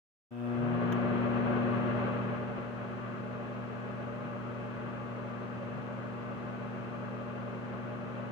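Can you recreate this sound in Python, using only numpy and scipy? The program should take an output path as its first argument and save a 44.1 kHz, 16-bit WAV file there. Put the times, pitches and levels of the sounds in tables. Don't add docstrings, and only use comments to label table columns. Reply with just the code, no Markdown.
import sys
import numpy as np
from scipy import signal
from scipy.fft import rfft, irfft, next_fast_len
from scipy.io import wavfile
from scipy.ndimage import map_coordinates

SR = 44100
rng = np.random.default_rng(int(sys.argv[2]) if len(sys.argv) > 2 else 0)


def to_wav(sig):
    pcm = np.clip(np.atleast_2d(sig), -1, 1) * 32767
    pcm = np.round(pcm).astype(np.int16)
    wavfile.write(sys.argv[1], SR, pcm.T)


N = 366471
T = np.arange(N) / SR
FFT_SIZE = next_fast_len(N + 8192)
HZ = np.fft.rfftfreq(FFT_SIZE, 1 / SR)

SOUND_START_S, LOAD_AT_S = 0.3065, 1.65
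ELAPSED_S = np.maximum(T - SOUND_START_S, 1 / SR)


def amp(db):
    return 10 ** (np.asarray(db) / 20)


def ramp(start_s, length_s):
    return np.clip((T - start_s) / length_s, 0, 1)


def wobble(rate):
    return map_coordinates(rng.standard_normal(int(N * rate / SR) + 4), [T * rate])


def curve(points):
    hz, values = np.transpose(points)
    return np.interp(np.log(HZ + 1), np.log(hz + 1), values)


def white():
    return rfft(rng.standard_normal(FFT_SIZE)) * np.sqrt(SR / 2)


def waveform(spectrum):
    return irfft(spectrum, FFT_SIZE)[..., :N]


def hiss(eq):
    return waveform(np.array([white(), white()]) * amp(curve(eq)))


def pan(balance_db, lead=0):
    pair = np.array([[amp(balance_db) * np.exp(1j * lead)], [1]])
    return pair / np.sqrt(np.mean(abs(pair) ** 2))


def tone(cycles, balance_db, lead):
    return np.sqrt(2) * np.real(pan(balance_db, lead) * np.exp(2j * np.pi * (cycles + rng.random())))


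# mains multiple, idle level/dB, loaded level/dB, left balance/dB, left lead/rad
HUM_PARTIALS = [(1, -73, -71, 1, 0), (2, -46.5, -46, -0.6, -0.08), (4, -40.5, -45, 7, 1.62),
                (6, -51, -61.5, 1, 0.4), (8, -56, -55.5, 0.5, -1), (10, -56.5, -56.5, 2, -0.53),
                (12, -58, -73, 10, 0), (14, -72.5, -60, -0.5, -0.96), (16, -61.5, -73.5, 3, -2.5)]
# f/Hz, level/dB
PANEL_BUZZ_EQ = [(200, -110), (700, -85), (1000, -87), (1200, -82.5), (1650, -89.5), (1800, -96),
                 (2400, -99), (2620, -86), (2830, -100), (3550, -101), (3850, -114), (5200, -114),
                 (7000, -119), (15000, -125)]


def transformer(mains_hz=60.025, load_rise_s=0.47, waver_db=0.1, flex_sharpness=0.35,
                buzz_idle_db=-13, buzz_loaded_db=-9.5, inrush_db=-0.5, inrush_s=0.24):
    load = ramp(LOAD_AT_S, load_rise_s)
    hum = np.zeros((2, N))
    for multiple, idle_db, loaded_db, balance_db, lead in HUM_PARTIALS:
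        unsteady_db = waver_db * np.log10(multiple) * wobble(3.5)
        level_db = idle_db + load * (loaded_db - idle_db) + unsteady_db
        hum += amp(level_db) * tone(multiple * mains_hz * T, balance_db, lead)
    flex = np.exp(flex_sharpness * np.cos(2 * np.pi * 2 * mains_hz * T))
    flex /= np.sqrt(np.mean(flex ** 2))
    surge = amp(inrush_db) * np.exp(-(ELAPSED_S / inrush_s) ** 2)
    buzz_gain = surge + amp(buzz_idle_db + load * (buzz_loaded_db - buzz_idle_db))
    return hum + buzz_gain * flex * hiss(PANEL_BUZZ_EQ)


def shaft_speed(free_hz=49.7, spin_up_s=0.245, sag_hz=1.05, sag_s=0.803):
    run_up = 1 - np.exp(-ELAPSED_S / spin_up_s)
    return free_hz * run_up - sag_hz * ramp(LOAD_AT_S, sag_s)


# shaft multiple, level/dB, left balance/dB, left lead/rad, waver/dB
BLADE_TONES = [(1, -74, 1, 0, 1), (3, -63.5, 22, 0.37, 6), (4, -47, -5, 1.4, 1), (9, -72, -4, 0, 1.5),
               (12, -62, 1, -0.4, 3)]


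def fan(shaft_hz, sing_from_hz=32.5, sing_width_hz=2, flutter_db=0.56, drift_db=0.12, slip_turns=0.012):
    decades = np.log10(shaft_hz / shaft_hz[-1])
    turns = np.cumsum(shaft_hz) / SR + slip_turns * wobble(4)
    blades = sum(amp(db + waver_db * wobble(14)) * tone(multiple * turns, balance_db, lead)
                 for multiple, db, balance_db, lead, waver_db in BLADE_TONES)
    singing = 1 / (1 + np.exp((sing_from_hz - shaft_hz) / sing_width_hz))
    blade_gain = singing * amp(10 * decades)
    rush_db = 37 * decades + flutter_db * wobble(35) - drift_db * wobble(3.6)
    return blade_gain * blades + amp(rush_db) * airflow()


# f/Hz, level/dB
RUSH_LEFT_EQ = [(25, -115), (42, -93.5), (75, -85.5), (110, -74.5), (300, -73), (500, -80), (680, -75),
                (900, -80), (1550, -77.5), (1900, -85.5), (2800, -93), (3700, -108), (5000, -127),
                (9000, -150)]
RUSH_RIGHT_EQ = [(25, -115), (42, -93), (75, -84), (110, -74), (300, -75.5), (500, -80), (750, -79),
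                 (1050, -80.5), (1300, -85.5), (2800, -90.5), (3700, -105), (5000, -120), (9000, -145)]
# f/Hz, left-right correlation
RUSH_CORRELATION = [(50, 0.92), (110, 0.86), (200, 0.62), (450, 0.53), (600, 0.62), (720, 0.22),
                    (2500, 0.21), (8000, 0.1)]
# f/Hz, width/Hz, level/dB, left balance/dB, left lead/rad
CASE_MODES = [(52.5, 13, -77.5, 1.5, 2), (157.5, 28, -74, -4, 0.5), (369.6, 45, -71.5, -3.5, 0.27),
              (437.2, 53, -70, -5, -1), (549, 38, -71, -1.5, -0.24), (584.8, 45, -66.5, -0.5, -1),
              (663, 55, -77, 3.5, -1), (830, 50, -80.5, 5, -1), (945, 70, -80, 1, -4),
              (1070, 50, -76.5, -5, -1), (1161, 117, -72.5, 11.5, -1.64), (1270, 70, -75.5, 10.5, -2.5),
              (1365, 70, -78.5, 9, 1), (1498, 80, -80, 6, 0.5), (1662, 74, -79.5, 14.5, -2.5),
              (1974, 110, -89, 5.5, 0.5), (2140, 150, -94, -7.5, -1.5), (2523, 200, -89.5, -1, -2),
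              (2674, 200, -89, 2.5, 2), (3140, 380, -99, -4, -1), (4123, 150, -103, -9.5, 0.9),
              (5950, 320, -119, -10.5, 5)]


def airflow(left_delay_s=0.00022):
    spread = np.arccos(curve(RUSH_CORRELATION)) / 2
    mid, side = np.cos(spread) * white(), np.sin(spread) * white()
    delay = np.exp(-2j * np.pi * HZ * left_delay_s)
    left = (mid + side) * amp(curve(RUSH_LEFT_EQ)) * delay
    right = (mid - side) * amp(curve(RUSH_RIGHT_EQ))
    air = np.array([left, right])
    for hz, width, db, balance_db, lead in CASE_MODES:
        resonance = 1j * HZ * width / (hz ** 2 - HZ ** 2 + 1j * HZ * width)
        air += pan(balance_db, lead) * amp(db) * resonance ** 2 * white()
    return waveform(air)


# t/s, level/dB
TICK_HITS = [(0.9224, 0), (0.9272, -13)]
# f/Hz, level/dB
SNAP_EQ = [(300, -80), (700, -67), (1500, -69), (2250, -81), (3200, -76), (4000, -99), (5300, -93),
           (6400, -82), (8300, -103), (10200, -102), (11500, -91), (15500, -91)]
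# f/Hz, level/dB, t60/s
TICK_MODES = [(1650, -35, 0.031), (3095, -44.5, 0.048), (3500, -49, 0.032), (6220, -62, 0.032),
              (6780, -62, 0.05), (11200, -63, 0.025), (12500, -64, 0.025)]


def tick(snap_t60=0.027, echo_t60=0.14, echo_db=-19, balance_db=-2, attack_s=0.00053):
    envelope, ring = np.zeros(N), np.zeros((2, N))
    for at_s, db in TICK_HITS:
        age = np.maximum(T - at_s, 0)
        blow = (1 - np.exp(-age / attack_s)) * amp(db)
        envelope += blow * (amp(-60 * age / snap_t60) + amp(echo_db - 60 * age / echo_t60))
        for hz, mode_db, t60 in TICK_MODES:
            gains = amp(mode_db + rng.normal(0, 2, (2, 1)))
            ring += gains * blow * amp(-60 * age / t60) * np.sin(2 * np.pi * hz * age)
    return (envelope * hiss(SNAP_EQ) + ring) * abs(pan(balance_db))


# f/Hz, level/dB
VENT_EQ = [(1500, -125), (3500, -106), (4600, -110), (5300, -113), (6400, -112.5), (8000, -120),
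           (10000, -127), (15000, -140)]


def vents(shaft_hz, trim_db=1.5, db_per_decade=23, balance_db=-4):
    level_db = trim_db + db_per_decade * np.log10(shaft_hz / shaft_hz[-1])
    return amp(level_db) * hiss(VENT_EQ) * abs(pan(balance_db))


# t/s, level/dB
LAMP_CRACKLES = [(1.646, -117), (1.762, -120), (1.866, -119), (1.948, -118), (1.964, -115)]
# f/Hz, level/dB
LAMP_EQ = [(2000, -13.5), (7000, -2), (15000, -1)]


def lamp(sizzle_db=-124, sputter_db=3, crackle_t60=0.025):
    striking = ramp(1.55, 0.2) * (1 - ramp(1.8, 0.05))
    sputter = striking * amp(sizzle_db + sputter_db * wobble(120))
    crackles = sum((T >= at_s) * amp(db - 60 * np.maximum(T - at_s, 0) / crackle_t60)
                   for at_s, db in LAMP_CRACKLES)
    return (sputter + crackles) * hiss(LAMP_EQ)


def level_ride(fade_in_s=0.014, swell_from=0.24, swell_s=0.16, swell_shape=1.7,
               early_boost_db=8, glide_at_s=2.01, glide_s=0.69):
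    swell = 1 - (1 - swell_from) * np.exp(-(ELAPSED_S / swell_s) ** swell_shape)
    boost_db = early_boost_db * (1 - ramp(glide_at_s, glide_s))
    return ramp(SOUND_START_S, fade_in_s) * swell * amp(boost_db)


def scene():
    shaft_hz = shaft_speed()
    machine = level_ride() * (transformer() + fan(shaft_hz))
    return machine + vents(shaft_hz) + tick() + lamp()


def record(dry, floor_db=-124.5, top_hz=15720):
    noise_floor = amp(floor_db) * waveform(np.array([white(), white()]))
    gated = (dry + noise_floor) * (T >= SOUND_START_S)
    high_cut = signal.ellip(12, 0.1, 90, top_hz, fs=SR, output="sos")
    return signal.sosfilt(high_cut, gated)


dry = scene()
out = record(dry)
to_wav(out)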